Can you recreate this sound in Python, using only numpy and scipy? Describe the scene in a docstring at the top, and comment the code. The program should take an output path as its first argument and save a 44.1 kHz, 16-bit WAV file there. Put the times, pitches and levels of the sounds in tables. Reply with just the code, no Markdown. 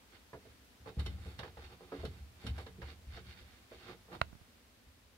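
"""A quiet home, where a cat works at a closed door from the far side, reaching through the gap under it.
Its pads rub the wood, and its claws scrape the carpet, snag and tear loose. The door knocks in its
frame, and each shove makes it bend and boom. Near the end comes one dry, sharp tap on the camera's
case, right at the microphones, with a few small ticks around it."""
import sys
import numpy as np
from scipy import signal
from scipy.fft import rfft, irfft, next_fast_len
from scipy.io import wavfile
from scipy.ndimage import uniform_filter1d

SR = 44100
rng = np.random.default_rng(int(sys.argv[2]) if len(sys.argv) > 2 else 0)


def generate_wav(signal):
    """Clip the signal to [-1, 1] and save it as 16-bit WAV at the path in sys.argv[1]."""
    frames = np.transpose(np.atleast_2d(signal))
    scaled = np.clip(frames, -1, 1) * 32767
    pcm = np.round(scaled).astype(np.int16)
    wavfile.write(sys.argv[1], SR, pcm)


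N = 227993

# Levels are relative. A mode is a note a thing rings at; t60 is the time it takes to fade by 60 dB.
# the house's rumble under an even hiss: (frequency [Hz], level [dB])
HOUSE_SPECTRUM = [(30, -8), (50, -0.5), (90, -4.5), (137, -17.5), (245, -8), (333, -17), (500, -16),
                  (811, -19.5), (1300, -19.5), (2300, -20.5), (4300, -23), (7000, -28.5), (15500, -32)]
# the hiss and rumble get slightly quieter after the tap: (time [s], level [dB])
HISS_LEVEL = [(0, 1), (4.3, 1), (5.15, -1.5)]
# how alike the two microphones hear them: (frequency [Hz], likeness [0 to 1])
HOUSE_LIKENESS = [(50, 1), (330, 0.62), (650, 0.42), (1300, 0), (4000, 0)]

# paw strokes: (time of top speed [s], length [s], pad on wood [dB], claws on carpet [dB])
PAW_STROKES = [(0.156, 0.067, -62.5, -61.5), (.5, 0.14, -79, -69), (0.891, 0.041, -49, -56.5),
               (1.008, 0.036, -52, -56), (1.094, 0.18, -64.5, -64), (1.3, 0.2, -61, -61),
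               (1.48, 0.061, -55, -62.5), (1.648, 0.097, -56.5, -57.5), (1.729, 0.054, -57, -61),
               (1.837, 0.065, -61.5, -65.5), (2.008, .16, -55, -58), (2.168, 0.15, -68, -66),
               (2.476, .11, -57, -56), (2.607, 0.098, -55, -57), (2.836, 0.021, -48, -66),
               (2.905, 0.094, -59, -55), (3.167, 0.092, -60.5, -53.5), (3.316, 0.097, -66.5, -55),
               (3.401, .06, -64, -58.5), (3.527, 0.32, -70, -66), (3.743, 0.054, -69, -58.5),
               (3.853, 0.17, -63, -58.5), (3.914, 0.082, -50, -57), (4.148, 0.05, -44.5, -56.5)]
# pads rubbing wood: (frequency [Hz], level [dB])
PAD_SPECTRUM = [(120, -1), (200, -12.5), (350, 1), (560, -8), (790, 0.5), (950, -9), (1250, -3),
                (1900, -17.5), (3000, -20.5), (8000, -37.5)]
# claws scraping carpet: (frequency [Hz], level [dB])
CARPET_SPECTRUM = [(400, -38), (1000, -9.5), (1550, 4), (2200, 1), (2800, -5.5), (3700, -5), (4800, -7),
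                   (5800, -16), (7800, -24), (11200, -30), (16000, -34)]
# modes that rasp under the claws: (frequency [Hz], level [dB], t60 [s])
RASP_MODES = [(1610, 1.5, 0.02), (2056, -5.5, 0.073), (2817, 0, 0.032), (3043, -4.5, 0.11),
              (3694, 9, 0.0095), (4000, 2.5, 0.016), (4400, 2, 0.024)]
# the paw is on our side of the gap, so it is not muffled: (start [s], end [s], rustle level [dB])
PAW_REACHES = [(.97, 1.42, -11.5), (2.014, 2.29, -13), (2.4, 2.67, -14)]
# the fine rustle heard then: (frequency [Hz], level [dB])
RUSTLE_SPECTRUM = [(3000, -98), (7000, 7), (9000, 5), (11200, 6), (13000, -4), (16000, -47)]

# the door hits its frame: (time [s], level [dB], brightness [dB per octave], panel ring [dB])
FRAME_KNOCKS = [(.331, -45.5, -2.5, -7), (0.45, -56.5, -6, -20), (.858, -47, -3, -5),
                (.967, -42, -16.5, -1.5), (1.058, -53, -6.5, 0), (1.256, -50, -11, 3),
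                (1.389, -44.5, 2, -19), (1.43, -45, 3, -9), (1.57, -51, 3, -6), (1.802, -54, -4, 0),
                (1.919, -41, -1, 0.5), (2.033, -37, -11, -8), (2.44, -45.5, -14, -3.5),
                (2.579, -48.5, 1.5, -6), (2.663, -52, 4.5, -3), (2.781, -48, -13.5, -12),
                (2.816, -48.5, 4.5, -15), (3.171, -51.5, 6, 0), (3.713, -51.5, -3.5, -4),
                (3.885, -54.5, -3, 5), (4.08, -58, -2, 2)]
# wood hitting wood: (frequency [Hz], level [dB])
WOOD_SPECTRUM = [(90, -8.5), (180, -3.5), (260, -10), (420, 2), (750, 1), (950, -2), (1300, -8), (1700, -4),
                 (2300, -16), (4500, -22.5), (7000, -38), (16000, -47)]
# modes of the door's panels: (frequency [Hz], level [dB], t60 [s])
PANEL_MODES = [(183.8, -4, 0.18), (218, -22, 0.16), (281.4, -10.5, 0.19), (325, -25, 0.075),
               (364.4, -4.5, 0.26), (437.4, 0.5, 0.17), (474, -1, 0.13), (527, -19, 0.35), (638, -18, 0.12),
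               (700.4, -3.5, 0.11), (785, -12, 0.13), (1285, -6, 0.088)]
# the paw shoves the door: (time [s], level [dB], contact time [s])
PAW_SHOVES = [(0.337, -60, .007), (0.493, -65, 0.0037), (0.803, -60, 0.0046), (0.971, -35, 0.0095),
              (1.062, -41.5, 0.006), (1.256, -48.5, 0.0093), (1.404, -52, 0.0015), (1.57, -52.5, 0.0085),
              (1.634, -51, 0.023), (1.982, -48, 0.0048), (2.033, -41.5, .0025), (2.203, -50.5, 0.012),
              (2.446, -46, 0.0019), (2.49, -38, 0.0068), (2.822, -46.5, 0.0071), (3.069, -43.5, 0.024),
              (3.133, -45.5, 0.022), (3.267, -52, 0.005), (3.408, -54, 0.02), (3.75, -64, 0.0044),
              (4.192, -63, 0.0012), (4.244, -58.5, 0.0022), (4.866, -60.5, 0.0068)]
# modes of the whole door bending: (frequency [Hz], level [dB], t60 [s])
SWAY_MODES = [(54, -34, 0.97), (71.3, 7.5, 0.41), (88.2, -6.5, 1), (112.9, 5.5, 0.16), (145.8, -12, 0.54),
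              (182.1, 0, 0.23), (225, -42, 0.11)]
# a claw snags and slips free: (time [s], level [dB])
CLAW_SNAGS = [(0.993, -48.5), (1.06, -44.5), (1.389, -47.5), (2.05, -48), (2.465, -44), (2.579, -54.5),
              (2.662, -56)]
# the claw tearing loose: (frequency [Hz], level [dB])
CLAW_SPECTRUM = [(300, 14), (900, -17), (2000, 4.5), (2800, -27), (4200, -8.5), (5200, 3.5), (6500, -11.5),
                 (9000, -15), (10800, -7), (13000, -38), (16000, -16)]

# one sharp tap and the ticks around it: (time [s], level [dB], brightness [dB per octave])
CASE_TAPS = [(4.2134, -19.5, 0), (4.215, 0, 0.5), (4.329, -30, -8), (4.333, -51, -14.5),
             (4.352, -34.5, -7.5), (4.413, -36.5, -7)]
# modes of the camera's case: (frequency [Hz], left level [dB], right level [dB], t60 [s])
CASE_MODES = [(119, -34, -14, 0.014), (295, -35, -32, 0.012), (674, -23, -17, 0.016),
              (1030, -8.5, -19, 0.0073), (1420, -13, -7, 0.0077), (1946, -18, -7, 0.005),
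              (2580, -46, -14.5, 0.0081), (4010, -28, -14, 0.005)]

# how long the room echoes: (frequency [Hz], t60 [s])
ECHO_T60 = [(100, 0.42), (450, 0.15), (1200, 0.094), (4000, 0.13), (12000, 0.085)]
# how alike the two microphones hear the door: (frequency [Hz], likeness [0 to 1])
DOOR_LIKENESS = [(100, 0.924), (350, 1), (650, 0.83), (1300, 0.39), (2400, 0.043), (8000, 0.031)]
# how far the door's waves are shifted on the left: (frequency [Hz], phase [radians])
DOOR_LEFT_PHASE = [(330, 0), (650, .3), (1300, 1.5), (2500, 2.3)]
# which side hears the door louder: (frequency [Hz], left minus right [dB])
DOOR_BALANCE = [(100, -2), (330, -2.5), (650, -4.5), (2400, -3.5), (4300, -6.5), (9000, 2.5)]


def amp(db):
    """Turns decibels into a number to multiply by."""
    return 10 ** (np.asarray(db) / 20)


def evened(x):
    """Scales a sound to an average power of 1."""
    return x / np.sqrt(np.mean(x ** 2) + 1e-20)


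def read(points, hz):
    """Looks up a table between its rows, on a log-frequency scale."""
    f, value = np.transpose(points)
    return np.interp(np.log(hz + 1), np.log(f + 1), value)


def add(mix, start, sound):
    """Mixes a sound in at a start time in seconds."""
    part = mix[:, round(start * SR):][:, :sound.shape[1]]
    part += sound[:, :part.shape[1]]


def tilted(hz, tilt):
    """Harder contact favours high notes: gives the change in dB at each frequency."""
    return tilt * np.log2(np.clip(hz, 180, 2500) / 700)


def colour(x, spectrum, tilt=0, size=2048):
    """Filters a sound to a spectrum, without smearing it earlier in time."""
    hz = np.fft.rfftfreq(size, 1 / SR)
    log_gain = np.log(amp(read(spectrum, hz) + tilted(hz, tilt)))
    mirrored = np.r_[log_gain, log_gain[-2:0:-1]]
    response = np.fft.ifft(np.exp(np.conj(signal.hilbert(mirrored)))).real
    return signal.fftconvolve(x, response[None], axes=1)[:, :x.shape[1]]


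def ring(modes, t):
    """One fading sine wave for each mode; neighbours swing opposite ways."""
    hz, db, t60 = np.transpose(modes)[:, :, None]
    direction = (-1) ** np.arange(len(hz))[:, None]
    return direction * amp(db - 60 * t / t60) * np.sin(2 * np.pi * hz * t)


def through(x, modes):
    """Lets a sound set the modes ringing."""
    t = np.arange(min(SR // 2, x.shape[1])) / SR
    response = ring(modes, t).sum(0)
    return evened(signal.oaconvolve(x, response[None], axes=1)[:, :x.shape[1]])


def struck(x, db, size=880):
    """Scales a blow so that its first samples have the given level."""
    return x * amp(db) / np.sqrt(np.mean(x[:, :size] ** 2))


def house_tone(level_db=-63):
    """The house rumbles faintly under an even hiss."""
    size = next_fast_len(N, True)
    hz = np.fft.rfftfreq(size, 1 / SR)
    left, other = rfft(rng.standard_normal((2, size)))
    same = read(HOUSE_LIKENESS, hz)
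    right = same * left + np.sqrt(1 - same ** 2) * other
    noise = irfft(np.array([left, right]) * amp(read(HOUSE_SPECTRUM, hz)), size)[:, :N]
    change_db = np.interp(np.arange(N) / SR, *np.transpose(HISS_LEVEL))
    return amp(level_db + change_db) * evened(noise)


def rubbing_power(speedup_share=0.67, jerk_s=0.02, jerk_pad_db=-7, jerk_carpet_db=-6):
    """Power on wood and on carpet: the paw speeds up, then slows faster. It also jerks at each snag."""
    t, power = np.arange(N) / SR, np.zeros((2, N))
    jerks = [(start + jerk_s / 2, jerk_s, db + jerk_pad_db, db + jerk_carpet_db)
             for start, db in CLAW_SNAGS]
    for peak, length, pad_db, carpet_db in PAW_STROKES + jerks:
        near = abs(t - peak) < 2 * length
        offset = (t[near] - peak) / length
        width = np.where(offset < 0, speedup_share, 1 - speedup_share)
        speed = np.exp(-(offset / width) ** 2)
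        power[:, near] += (amp([[pad_db], [carpet_db]]) * speed) ** 2
    return power


def grains(per_s, spread_db):
    """Sticking and slipping makes tiny clicks of uneven size."""
    size = amp(spread_db * np.minimum(rng.exponential(1, N), 4))
    slipping = rng.random(N) < per_s / SR
    return size * slipping * rng.standard_normal((2, N))


def paw_strokes(panel_db=-10, rasp_db=-6, catch_db=0.37):
    """Pads rub the panels in small slips; claws catch in the carpet, brighter on our side of the gap."""
    slips, flicks = grains(per_s=1500, spread_db=2.5), grains(per_s=2500, spread_db=1.0)
    catching = evened(uniform_filter1d(rng.standard_normal(N), size=700))
    flicks *= amp(catch_db * catching)
    pad = evened(evened(colour(slips, PAD_SPECTRUM)) + amp(panel_db) * through(slips, PANEL_MODES))
    fibres = evened(evened(colour(flicks, CARPET_SPECTRUM)) + amp(rasp_db) * through(flicks, RASP_MODES))
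    t = np.arange(N) / SR
    reaching = sum(amp(db) * ((t > start) & (t < end)) for start, end, db in PAW_REACHES)
    rustle = uniform_filter1d(reaching, size=1500) * evened(colour(flicks, RUSTLE_SPECTRUM))
    on_wood, on_carpet = np.sqrt(rubbing_power())
    return pad * on_wood + (fibres + rustle) * on_carpet


def frame_knocks(rise_s=0.003, rattle_t60=0.07, rebound_s=0.0181, rebound_db=-12, scatter_db=3):
    """The door rattles on its frame and bounces once; each contact spot rings the panels differently."""
    out, t = np.zeros((2, N)), np.arange(SR // 4) / SR
    modes, mode_hz = ring(PANEL_MODES, t), np.array(PANEL_MODES)[:, 0]
    attack = 1 - np.exp(-t / rise_s)
    since_bounce = np.maximum(t - rebound_s, 0)
    rebound = amp(rebound_db - 60 * since_bounce / rattle_t60) * (1 - np.exp(-since_bounce / rise_s))
    chatter = np.hypot(amp(-60 * t / rattle_t60), rebound)
    for start, db, brightness, ring_db in FRAME_KNOCKS:
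        burst = colour(rng.standard_normal((2, len(t))) * chatter, WOOD_SPECTRUM, brightness)
        panels = amp(tilted(mode_hz, brightness) + scatter_db * rng.standard_normal(len(modes))) @ modes
        knock = (struck(burst, 0) + struck(panels[None], ring_db)) * attack
        add(out, start, struck(knock, db))
    return out


def door_shoves(scatter_db=1, lean_db=-6.5, lean_rise_s=0.09, lean_fade_db_per_s=58.5):
    """A push sways the door, and a shorter one reaches higher modes. The leaning paw keeps it shaking."""
    out, lean_power = np.zeros((2, N)), np.zeros((1, N))
    t = np.arange(SR) / SR
    modes = ring(SWAY_MODES, t)
    leaning = (1 - np.exp(-t / lean_rise_s)) * amp(lean_db - lean_fade_db_per_s * t)
    for start, db, contact in PAW_SHOVES:
        push = (t / contact * np.exp(-4 * t / contact))[:SR // 20]
        sway = amp(scatter_db * rng.standard_normal(len(modes))) @ modes
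        boom = signal.fftconvolve(sway, push)
        add(out, start, struck(boom[None], db, size=1500))
        add(lean_power, start, (amp(db) * leaning[None]) ** 2)
    tremble = through(rng.standard_normal((2, N)), SWAY_MODES) * np.sqrt(lean_power)
    return out + tremble


def claw_snags(rise_s=0.0022, t60=0.037, grain_db=4, rasp_db=1):
    """A claw tears loose in a short, gritty burst."""
    out, t = np.zeros((2, N)), np.arange(SR // 6) / SR
    for start, db in CLAW_SNAGS:
        grit = rng.standard_normal((2, len(t))) * amp(grain_db * rng.standard_normal(len(t)))
        grit *= amp(-60 * t / t60) * (1 - np.exp(-t / rise_s))
        tear = evened(colour(grit, CLAW_SPECTRUM)) + amp(rasp_db) * through(grit, RASP_MODES)
        add(out, start, struck(tear, db))
    return out


def case_taps(left_lag_s=0.00047, rise_s=0.00052, tick_db=-41, tick_t60=0.021):
    """A tap ticks and rings the camera's case; the ringing reaches the right microphone first."""
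    out, t = np.zeros((2, N)), np.arange(SR // 16) / SR
    hz, left_db, right_db, t60 = np.transpose(CASE_MODES)[:, :, None]
    age = np.array([np.maximum(t - left_lag_s, 0), t])[:, None]
    fade = amp(np.array([left_db, right_db]) - 60 * age / t60)
    modes = fade * np.sin(2 * np.pi * hz * age) * (1 - np.exp(-age / rise_s))
    tick_fade = amp(tick_db - 60 * t / tick_t60) * amp([[0], [-6]])  # softer on the right
    for start, db, brightness in CASE_TAPS:
        tick = rng.standard_normal((2, len(t))) * tick_fade
        ringing = (amp(tilted(hz, brightness)) * modes).sum(1)
        add(out, start, amp(db) * (ringing + tick))
    return out


def room_echo(x, rise_s=0.0031):
    """A small carpeted room adds a short echo whose high notes die first."""
    hz, t, noise = signal.stft(rng.standard_normal((2, SR // 2)), SR, nperseg=256)
    fade = amp(-60 * t / read(ECHO_T60, hz)[:, None]) * (1 - np.exp(-t / rise_s))
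    tail = signal.istft(noise * fade, SR, nperseg=256)[1]
    return signal.fftconvolve(x, tail / np.linalg.norm(tail[0]), axes=1)[:, :N]


def from_door(x):
    """Two microphones hear the door: alike in the bass, mostly louder on the right."""
    size = next_fast_len(N, True)
    hz = np.fft.rfftfreq(size, 1 / SR)
    right, other = rfft(x, size)
    same, pan = read(DOOR_LIKENESS, hz), amp(read(DOOR_BALANCE, hz) / 2)
    left = (same * right + np.sqrt(1 - same ** 2) * other) * np.exp(1j * read(DOOR_LEFT_PHASE, hz))
    return irfft(np.array([left * pan, right / pan]), size)[:, :N]


def scene():
    """Mixes the cat at the door, the close taps, the room's echo and the quiet house."""
    pawing = frame_knocks() + claw_snags() + paw_strokes()
    taps = case_taps()
    door = from_door(amp(2.0) * door_shoves() + amp(-2.5) * pawing + amp(-8) * room_echo(pawing))
    return door + taps + amp(-21) * room_echo(taps) + house_tone()


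def record(dry, low_cut_hz=50, high_cut_hz=15800):
    """Trims away the deepest bass and the highest treble."""
    low_cut = signal.butter(3, low_cut_hz, "highpass", fs=SR, output="sos")
    high_cut = signal.firwin(511, high_cut_hz, window=("kaiser", 9), fs=SR)
    return signal.oaconvolve(signal.sosfilt(low_cut, dry), high_cut[None], "same")


dry = scene()
out = record(dry)
generate_wav(out)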